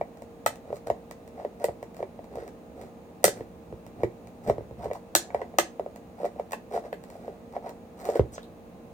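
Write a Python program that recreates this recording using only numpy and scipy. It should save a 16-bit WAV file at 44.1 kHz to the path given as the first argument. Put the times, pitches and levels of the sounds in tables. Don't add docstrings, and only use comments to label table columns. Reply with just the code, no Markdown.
import sys
import numpy as np
from scipy import signal
from scipy.fft import rfft, irfft, next_fast_len
from scipy.io import wavfile

SR = 44100
rng = np.random.default_rng(int(sys.argv[2]) if len(sys.argv) > 2 else 0)


def to_wav(sig):
    pcm = np.clip(np.atleast_2d(sig), -1, 1) * 32767
    pcm = np.round(pcm).astype(np.int16)
    wavfile.write(sys.argv[1], SR, pcm.T)


N = 393809
TIME = np.arange(N) / SR
AGE = TIME[:int(.25 * SR)]
LEVEL_WINDOW_S = .005

# hardest moment t/s, length/s, shell pitch f/Hz,
# body level/dB and grit level/dB (both before the swell and the layer trims)
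STROKES = [(0.687, 0.12, 606, -41, -70), (0.758, 0.09, 600, -51, -51.5), (0.872, 0.018, 560, -27, -44.5),
           (1.402, 0.19, 626, -36.5, -68), (1.62, 0.054, 640, -30.5, -56), (1.999, 0.095, 560, -39, -59),
           (2.402, 0.23, 536, -33, -61), (2.822, 0.16, 514, -37.5, -58.5), (3.376, 0.16, 495, -40, -56),
           (4.012, 0.12, 560, -37, -64), (4.447, 0.038, 600, -42, -51), (4.49, 0.066, 560, -22, -46),
           (4.584, 0.26, 510, -52, -79), (4.838, 0.14, 650, -31, -56), (4.958, 0.046, 754, -33, -50.5),
           (5.37, 0.37, 620, -38, -76), (6.216, 0.11, 646, -34, -58.5), (6.266, 0.058, 560, -28.5, -62),
           (6.389, 0.077, 658, -38.5, -76), (6.753, 0.11, 607, -26, -47.5), (6.853, 0.11, 630, -36, -64),
           (7.13, 0.24, 630, -47, -59.5), (7.276, 0.23, 560, -39.5, -66), (7.558, 0.053, 650, -30, -73),
           (7.669, 0.11, 694, -30.5, -59.5), (8, 0.062, 715, -41, -50), (8.089, 0.19, 617, -28, -46),
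           (8.163, 0.062, 510, -25, -46.5), (8.339, 0.055, 700, -60, -49)]
SWELL_SHARE = 0.49
# f/Hz, density level/dB per Hz
RASP_COLOUR = [(700, 11.5), (1050, 13), (1450, 19), (1850, 17.5), (2600, 3.5), (3100, -1.5), (4200, 3.5)]
# f/Hz, density level/dB per Hz
GRIT_COLOUR = [(1200, 10), (2400, -2.5), (3200, -6), (4300, -0.5), (6200, -4), (7200, -0.5), (8400, -3),
               (10000, -5), (12500, -15), (14800, -1), (16500, -11)]

# t/s, knock pitch f/Hz, knock level/dB, rim ring level/dB
SLIPS = [(.012, 626, -23, -41.5), (.221, 600, -43, -66), (0.504, 600, -45, -49), (0.7038, 480, -30.5, -69),
         (0.7281, 544, -24.5, -56), (0.882, 484, -32, -68), (.901, 590, -17, -38), (1.449, 535, -24, -49),
         (1.685, 522, -25.5, -52), (1.6911, 640, -30.5, -53), (1.828, 507, -33, -52),
         (2.0043, 474, -28.5, -62), (2.0278, 565, -24.5, -42), (2.191, 590, -37, -58),
         (2.356, 567, -37, -66), (2.372, 503, -30, -66), (2.385, 506, -30.5, -68), (2.401, 510, -47, -68),
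         (2.425, 473, -35, -62), (3.372, 480, -40, -51), (3.4079, 425, -29, -49), (3.726, 443, -31.5, -67),
         (4.034, 455, -14.5, -34.5), (4.042, 387, -24.5, -61), (4.483, 510, -28, -54),
         (4.498, 566, -13.5, -37), (4.559, 516, -42, -69), (4.608, 477, -37, -68), (4.582, 464, -26, -60),
         (4.711, 424, -35, -70), (4.842, 671, -35, -51), (4.857, 536, -26.5, -55), (4.9026, 510, -33, -61),
         (4.9124, 562, -25.5, -41), (5.304, 616, -39.5, -44.5), (5.346, 600, -19, -39),
         (5.54, 600, -39.5, -57), (5.7958, 560, -22.5, -53), (5.862, 570, -30.5, -68),
         (6.2323, 497, -25.5, -64), (6.2448, 554, -22, -61), (6.255, 590, -28.5, -53),
         (6.262, 560, -33, -64), (6.361, 560, -40.5, -71), (6.397, 588, -24.5, -49), (6.743, 600, -31, -64),
         (6.751, 562, -29, -61), (6.763, 580, -26, -54), (6.776, 654, -25, -58), (6.854, 605, -43, -67),
         (7.154, 616, -40, -70), (7.28, 530, -29.5, -64), (7.299, 690, -50, -71), (7.5651, 630, -26, -49),
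         (8.089, 530, -20, -55), (8.098, 560, -25, -50.5), (8.156, 450, -21, -42), (8.165, 510, -32, -44),
         (8.174, 487, -32, -60)]
MEDIUM_DB = -26
SLIP_RING_DB, RING_DAMPING = -5, 0.074
SLIP_CHIP_DB, CHIP_FOLLOWS = -63.5, 1.4

CRACKS = [(0.462, 648, -18, -12.5, -24, -27.5, [(870, -28), (1290, -22.5), (1970, -27), (2600, -32),
          (4050, -36)]), (1.642, 560, -18.5, -3, -38, -34.5, [(920, -38), (1920, -34)]),
          (3.2417, 564.4, -10, -3.5, -27.5, -14.5, [(1320, -26.5), (1970, -21.5), (5900, -27.5),
          (8500, -30)]), (3.2512, 470, -26.5, -13, -25, -23, [(190, -30), (740, -26), (1400, -32.5)]),
          (3.279, 500, -21, -3.5, -29, -31, [(1350, -37), (1960, -36.5)]),
          (5.151, 640, -23, -1.5, -15, -16, [(350, -23), (1270, -29), (1620, -26.5), (2030, -38),
          (4000, -30.5), (6600, -25.5), (8100, -28)]), (5.4158, 530, -30, -1.5, -43, -66, [(980, -36),
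          (1950, -44)]), (5.5853, 687, -17, -1, -14, -23, [(355, -21), (1250, -20), (1620, -20.5),
          (2050, -22), (4150, -34.5), (6400, -28.5)]), (6.5314, 646, -34.5, 2, -36.5, -45.5, [(850, -30.5),
          (1040, -30.5), (1770, -34), (2650, -40)]), (6.928, 553, -27.5, -8, -37.5, -52, [(1950, -50)]),
          (8.3795, 560, -34, -16, -42, -75, [(1020, -47), (1400, -45), (1950, -56)]),
          (8.4305, 600, -57, -14, -68, -60, [(3900, -54)])]
# f/Hz, density level/dB per Hz
CRACK_COLOUR = [(200, -17), (400, -7), (750, -2), (1000, -2), (1280, -0.5), (1700, 11), (2000, -1.5),
                (2650, -4), (3200, -9), (4500, -12)]
# f/Hz, density level/dB per Hz
CHIP_COLOUR = [(2300, -14.5), (3200, -8), (4700, -1.5), (5800, -5), (7000, -1), (8300, -1), (9800, -2),
               (12000, -8), (14500, -2.5), (16500, -18.5)]
# f/Hz, relative level/dB, t60/s
BLADE_MODES = [(1255, -6, .05), (1638, -3, .05), (1956, 0, .05), (3112, -4, .06), (3762, -2, .06),
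               (5671, -1, .07), (5870, -1, .07), (7629, 1, .07), (8276, 1, .07), (11251, -6, .07),
               (11457, -7, .07)]
TONE_T60_S, TONE_T60_SLOPE = 0.017, -.4
DEBRIS_DB, DEBRIS_T60_S, DEBRIS_PER_S = -12, .085, 5000

# t/s, chip level/dB
TICKS = [(.172, -57.5), (.221, -53.5), (.557, -51.5), (.767, -55), (.901, -49), (1.1107, -43.5),
         (1.277, -55), (1.599, -57), (1.828, -49.5), (1.945, -57), (1.967, -51.5), (2.242, -58),
         (2.356, -51.5), (2.478, -49.5), (2.814, -52), (3.231, -53), (3.865, -53), (4.034, -79),
         (4.272, -54.5), (4.477, -47.5), (4.498, -62), (4.845, -51), (4.933, -46), (5.346, -55),
         (5.96, -49.5), (6.252, -47), (6.2595, -50), (6.324, -75), (6.4, -58), (6.509, -50.5),
         (6.5203, -37.5), (6.737, -53), (6.753, -52), (6.765, -51), (7.038, -51.5), (7.1014, -51),
         (7.525, -59), (7.693, -46.5), (8.006, -58), (8.053, -41.5), (8.075, -58), (8.101, -46),
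         (8.154, -52), (8.174, -64), (8.358, -58)]
MEDIUM_TICK_DB, TICK_FOLLOWS = -49.5, 0.76
TICK_HZ, TICK_KNOCK_DB, TICK_RIM_DB = 590, -46, -51.5

# t/s, hiss pitch f/Hz, level/dB
SLIDE_OFF = [(8.32, 10000, -66), (8.335, 7500, -53), (8.353, 6300, -47), (8.364, 3800, -60),
             (8.41, 3100, -72), (8.435, 3600, -63), (8.47, 3300, -76)]

# t/s, knock pitch f/Hz, knock level/dB,
# rim ring level/dB, thump level/dB
BUMPS = [(4.782, 454.3, -49, -70, -34), (8.1946, 440, -10.5, -39, -13.5)]
BUMP_RING_DB, BUMP_CHIP_DB = -15, -13
BUMP_JOLT_DB = -26

# f/Hz, relative level/dB, t60/s
SHELL_MODES = [(370.5, 1.5, 0.11), (433.6, 2, 0.054), (510, -5, 0.011), (560, 4.5, 0.027), (600, -3, 0.048),
               (680, 0.5, 0.031), (751, 4.5, 0.013), (892, -5.5, 0.033)]
# f/Hz, relative level/dB, t60/s
RIM_MODES = [(890, 10.5, 0.028), (1120, -0.5, 0.017), (1743, 7.5, 0.01), (1952, 6, 0.041),
             (2030, -3.5, 0.009), (2320, 8.5, 0.016), (2687, -19.5, 0.045)]
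RIM_VARY_DB, RIM_CLICK_DB = 3, -3.5
# f/Hz, relative level/dB, t60/s
TABLE_MODES = [(68, 1.5, 0.11), (101, 8, 0.064), (124, -7, 0.25), (159, -2, 0.06)]
# t/s, level/dB of the thump that a medium slip sends into it
LEAN = [(0, -44.5), (.72, -44), (.89, -38.5), (1.1, -53), (1.62, -57), (1.69, -34.5), (2, -49),
        (2.8, -39.5), (3.25, -45), (3.42, -34), (4.5, -31), (4.82, -30.5), (4.92, -48), (5.15, -41),
        (5.4, -47.5), (5.6, -59), (7.3, -59), (8.2, -70)]
THUMP_FOLLOWS = 0.51

# f/Hz, lead/s
LEFT_LEAD = [(500, .00004), (1000, .00014), (1250, .00018), (1650, .00033), (2100, .00039), (4000, .000355)]
# f/Hz, send level/dB
LIGHT_INTO_ROOM = [(40, 2.5), (900, -5), (2500, -1), (6000, -1.5), (18000, -9)]
# f/Hz, send level/dB
CRACKS_INTO_ROOM = [(300, -2.5), (700, -2), (1300, -9), (2500, 2), (5000, -0.5), (14000, -3)]
# delay at left/s, delay at right/s, level/dB
ECHOES = [(.0047, 0.0025, -11.5), (.0086, 0.0074, -22.5), (0.0118, 0.014, -12.5), (.0141, 0.018, -21.5)]
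# f/Hz, level/dB re the sound sent in
ROOM_LEVEL = [(80, -21.5), (300, -6), (650, -9.5), (1200, -3.5), (2500, -5.5), (7000, -2), (15000, 1.5)]
# f/Hz, t60/s
ROOM_T60 = [(80, 0.38), (600, 0.26), (2000, 0.22), (7000, 0.22), (15000, 0.099)]
# f/Hz, left-right correlation (1 = alike)
LIKENESS = [(50, 0.56), (150, 0.91), (300, 0.86), (640, 0.47), (1300, 0), (16000, 0)]

# f/Hz, density level/dB per Hz
AIR_COLOUR = [(20, -30), (45, -5), (70, 0.5), (100, -3), (150, -3.5), (185, 1), (250, 2), (340, -3),
              (750, -7), (1500, -22), (2750, -25.5), (3100, -30.5), (4000, -30), (4700, -34), (6100, -35.5),
              (6750, -31), (7300, -38), (9000, -33), (10200, -40), (15500, -34.5)]
AIR_DB = -49
# f/Hz, middle rms level/dB
FAN_TONES = [(178.5, -60), (232.5, -57.5), (328.4, -66), (464, -56), (522.2, -62.5), (581.4, -66),
             (640.6, -65.5), (698, -69.5), (812.9, -69), (1048, -78), (1217, -78), (2379, -86), (2606, -86),
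             (6675, -87)]
HUM_WAVER_DB, HUM_WANDER_RAD = 1.8, .35


def scraping(swell_db=16, body_db=1, rasp_db=-18, grit_db=1.5, rumble_db=3, pitch_spread=1.18):
    ridges = [grains(per_s=170) for _ in range(3)]
    catches = sum(ridges)
    crumbs = rms_one(catches) + rms_one(grains(per_s=300)) + .7 * rms_one(grains(per_s=2500))
    rasp, grit = colour(crumbs, RASP_COLOUR), colour(crumbs, GRIT_COLOUR)
    rumble = band(catches, 55, 290)
    out = np.zeros(N)
    for hardest, length, hz, stroke_body_db, stroke_grit_db in STROKES:
        phase = (TIME - hardest) / length
        pressure = np.interp(phase, [-SWELL_SHARE, 0, 1 - SWELL_SHARE], [0, 1, 0])
        on = pressure > 0
        force = from_db(swell_db * (pressure[on] - 1.34)) * np.minimum(1, 5 * pressure[on])
        hollow = 0
        for k, ridge in enumerate(ridges):
            answer = knock(hz * pitch_spread ** (k - 1), ring_db=-1)
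            hollow = hollow + signal.fftconvolve(ridge[on], answer)[:len(force)]
        body = rms_one(hollow) + from_db(rasp_db) * rms_one(rasp[on])
        stroke = from_db(stroke_body_db + body_db) * body
        stroke += from_db(stroke_grit_db + grit_db) * rms_one(grit[on])
        stroke += from_db(table_db(hardest, stroke_body_db) + rumble_db) * rms_one(rumble[on])
        out[on] += force * stroke
    return out


def grains(per_s):
    sizes = from_db(4 * np.minimum(rng.exponential(1, N), 3.5)) * rng.choice([-1, 1], N)
    return sizes * (rng.random(N) < per_s / SR)


def slips():
    out = np.zeros(N)
    for s, hz, knock_db, rim_db in SLIPS:
        force_db = knock_db - MEDIUM_DB
        ring_db = SLIP_RING_DB - RING_DAMPING * force_db
        tick_db = SLIP_CHIP_DB + CHIP_FOLLOWS * force_db
        add(out, s, contact(hz, knock_db, ring_db, rim_db, tick_db, table_db(s, knock_db)))
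    return out


def cracks(blade_db=-12):
    out = np.zeros(N)
    for s, hz, knock_db, ring_db, crack_db, chip_db, tones in CRACKS:
        hit = from_db(knock_db) * knock(hz, ring_db, jolt_db=-14)
        hit += from_db(table_db(s, knock_db)) * thump()
        crack = fracture(CRACK_COLOUR, width_hz=340, crumble_db=-12) + debris(CRACK_COLOUR)
        chip = fracture(CHIP_COLOUR, width_hz=870, crumble_db=-7) + debris(CHIP_COLOUR)
        hit += from_db(crack_db) * crack + from_db(chip_db) * chip
        steel = unit_hit(struck(BLADE_MODES, detune=0))
        hit += from_db(min(crack_db, chip_db) + blade_db) * steel
        for tone_hz, tone_db in tones:
            hit += from_db(tone_db) * short_tone(tone_hz)
        add(out, s, hit)
    return out


def ticks():
    out = np.zeros(N)
    for s, chip_db in TICKS:
        force_db = TICK_FOLLOWS * (chip_db - MEDIUM_TICK_DB)
        knock_db, rim_db = TICK_KNOCK_DB + force_db, TICK_RIM_DB + force_db
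        add(out, s, contact(TICK_HZ, knock_db, SLIP_RING_DB, rim_db, chip_db, table_db(s, knock_db)))
    return out


def slide_off(octaves=0.24):
    s, hz, db = np.transpose(SLIDE_OFF)
    on = (TIME > s[0]) & (TIME < s[-1])
    pitch = np.interp(TIME[on], s, hz)
    hiss = 0
    for centre in np.geomspace(2500, 13000, 10):
        nearness = np.exp(-.5 * (np.log2(centre / pitch) / octaves) ** 2)
        noise = band(rng.standard_normal(len(pitch)), centre / 1.1, centre * 1.1)
        hiss = hiss + nearness * rms_one(noise)
    out = np.zeros(N)
    out[on] = rms_one(hiss) * from_db(np.interp(TIME[on], s, db))
    return out


def bumps():
    out = np.zeros(N)
    for s, hz, knock_db, rim_db, thump_db in BUMPS:
        tick_db = rim_db + BUMP_CHIP_DB
        add(out, s, contact(hz, knock_db, BUMP_RING_DB, rim_db, tick_db, thump_db, BUMP_JOLT_DB))
    return out


def contact(hz, knock_db, ring_db, rim_db, tick_db, thump_db, jolt_db=-9):
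    hit = from_db(knock_db) * knock(hz, ring_db, jolt_db=jolt_db)
    hit += from_db(rim_db) * rim()
    hit += from_db(tick_db) * fracture(GRIT_COLOUR, width_hz=1100, crumble_db=-7)
    return hit + from_db(thump_db) * thump()


def knock(hz, ring_db, spread=1.201, ring_spread=1.27, jolt_db=-9, jolt_spread=1.273):
    click = 1. * (AGE == 0)
    swing = unit_hit(band(click, hz / spread, hz * spread))
    jolt = unit_hit(band(click, hz / jolt_spread, hz * jolt_spread))
    hollow = unit_hit(band(struck(SHELL_MODES), hz / ring_spread, hz * ring_spread))
    return unit_hit(swing + from_db(jolt_db) * jolt) + from_db(ring_db) * hollow


def rim():
    click = unit_hit(band(1. * (AGE == 0), 1100, 2000))
    ring = unit_hit(struck(RIM_MODES, vary_db=RIM_VARY_DB))
    return unit_hit(ring + from_db(RIM_CLICK_DB) * click)


def fracture(spectrum, width_hz, crumble_db, count=8):
    crumble = rng.standard_normal(len(AGE)) * (rng.random(len(AGE)) < 3000 / SR)
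    crumble *= from_db(-60 * AGE / .014)
    click = unit_hit(1. * (AGE == 0)) + from_db(crumble_db) * unit_hit(crumble)
    centres = 1000 * 9 ** ((np.arange(count) + rng.random(count)) / count)
    radii = np.exp(-np.pi * width_hz * np.sqrt(centres / centres[0]) / SR)
    pulls = -2 * radii * np.cos(2 * np.pi * centres / SR)
    all_passes = [[r * r, p, 1, 1, p, r * r] for r, p in zip(radii, pulls)]
    smeared = signal.sosfilt(all_passes, click + 1e-18)
    return unit_hit(colour(smeared, spectrum))


def debris(spectrum):
    crumbs = rng.standard_normal(len(AGE)) * (rng.random(len(AGE)) < DEBRIS_PER_S / SR)
    dying = crumbs * from_db(-60 * AGE / DEBRIS_T60_S)
    return from_db(DEBRIS_DB) * unit_hit(colour(dying, spectrum))


def short_tone(hz, spread=1.1):
    t60 = TONE_T60_S * (hz / 1000) ** TONE_T60_SLOPE
    tone = from_db(-60 * AGE / t60) * np.sin(2 * np.pi * hz * AGE)
    return unit_hit(band(tone, hz / spread, hz * spread))


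def struck(modes, vary_db=2, detune=0.024):
    hz, db, t60 = np.transpose(modes)[:, :, None]
    strength = db + vary_db * rng.standard_normal(hz.shape)
    pitch = hz * (1 + detune * rng.standard_normal(hz.shape))
    signs = (-1) ** np.arange(len(hz))[:, None]
    decay = from_db(strength - 60 * AGE / t60)
    return np.sum(signs * decay * np.sin(2 * np.pi * pitch * AGE), axis=0)


def thump():
    push = unit_hit(band(1. * (AGE == 0), 62, 170))
    ring = unit_hit(band(struck(TABLE_MODES), 50, 600))
    return unit_hit(push + ring)


def table_db(s, shell_db):
    lean_db = np.interp(s, *np.transpose(LEAN))
    return lean_db + THUMP_FOLLOWS * (shell_db - MEDIUM_DB)


def direct(x):
    size = next_fast_len(N + SR // 10)
    hz = np.fft.rfftfreq(size, 1 / SR)
    late = rfft(x, size) * np.exp(-2j * np.pi * hz * at_hz(LEFT_LEAD, hz))
    return np.array([x, irfft(late, size)[:N]])


def at_microphones(x, left_s, right_s):
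    size = next_fast_len(N + SR // 10)
    hz = np.fft.rfftfreq(size, 1 / SR)
    delays = np.array([[left_s], [right_s]])
    return irfft(rfft(x, size) * np.exp(-2j * np.pi * hz * delays), size)[:, :N]


def room(x, first_s=0.0076, early_t60=0.07, early_db=3):
    t = TIME[:SR // 2]
    edges = np.geomspace(50, 19000, 19)
    noises, tail = [diffuse(len(t)), diffuse(len(t))], 0
    onset = np.clip((t - first_s / 2) / (first_s / 2), 0, 1) ** 2
    for k, (low, high) in enumerate(zip(edges, edges[1:])):
        hz = np.sqrt(low * high)
        decay = from_db(-60 * t / at_hz(ROOM_T60, hz)) + from_db(early_db - 60 * t / early_t60)
        part = band(noises[k % 2], low, high) * decay * onset
        share = 2 * (high - low) / SR
        part *= np.sqrt(2 * share / np.sum(part ** 2))
        tail = tail + part * from_db(at_hz(ROOM_LEVEL, hz))
    echoes = sum(from_db(db) * at_microphones(x, left, right) for left, right, db in ECHOES)
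    return echoes + signal.fftconvolve(x[None], tail, axes=1)[:, :N]


def diffuse(size):
    mid, side = rfft(rng.standard_normal((2, size)))
    alike = np.clip(at_hz(LIKENESS, np.fft.rfftfreq(size, 1 / SR)), -1, 1)
    common, opposed = np.sqrt((1 + alike) / 2) * mid, np.sqrt((1 - alike) / 2) * side
    return irfft(common + opposed * [[1], [-1]], size)


def fan():
    rush = colour(diffuse(next_fast_len(N))[:, :N], AIR_COLOUR)
    tones = 0
    for hz, db in FAN_TONES:
        level = from_db(db + HUM_WAVER_DB * drift(4.4))
        tones = tones + level * np.sin(2 * np.pi * hz * TIME + HUM_WANDER_RAD * drift(9.7))
    return from_db(AIR_DB) * rms_one(rush) + np.sqrt(2) * tones


def drift(rate):
    knots = rng.standard_normal(N // 40)
    return np.interp(TIME * rate, np.arange(len(knots)), knots)


def from_db(db):
    return 10 ** (np.asarray(db) / 20)


def rms_one(x):
    return x / np.sqrt(np.mean(x ** 2) + 1e-20)


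def unit_hit(x):
    return x * np.sqrt(LEVEL_WINDOW_S * SR / (np.sum(x ** 2) + 1e-20))


def at_hz(points, hz):
    f, value = np.transpose(points)
    return np.interp(np.log(np.maximum(hz, 1)), np.log(f), value)


def colour(x, spectrum):
    size = 2 * next_fast_len(x.shape[-1] // 2 + 1)
    hz = np.fft.rfftfreq(size, 1 / SR) + 1
    ends = np.minimum(1, hz / spectrum[0][0]) ** 2 * np.minimum(1, spectrum[-1][0] / hz) ** 2
    cepstrum = irfft(np.log(from_db(at_hz(spectrum, hz)) * ends + 1e-6))
    cepstrum[1:size // 2] *= 2
    cepstrum[size // 2 + 1:] = 0
    return irfft(rfft(x, size) * np.exp(rfft(cepstrum)), size)[..., :x.shape[-1]]


def band(x, low, high):
    return signal.sosfilt(signal.butter(2, [low, high], "band", fs=SR, output="sos"), x + 1e-18)


def add(out, s, sound):
    start = max(0, round(s * SR))
    out[start:start + len(sound)] += sound[:max(0, len(out) - start)]


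def scene(right_db=0.55):
    light = scraping() + slips() + ticks() + slide_off() + bumps()
    sharp = cracks()
    reflected = room(colour(sharp, CRACKS_INTO_ROOM) + colour(light, LIGHT_INTO_ROOM))
    return (direct(light + sharp) + reflected + fan()) * from_db([[-right_db], [right_db]])


def record(dry, top=0.86):
    rounded = top * np.tanh(dry / top)
    return signal.sosfilt(signal.ellip(10, .1, 80, 16400, fs=SR, output="sos"), rounded)


dry = scene()
out = record(dry)
to_wav(out)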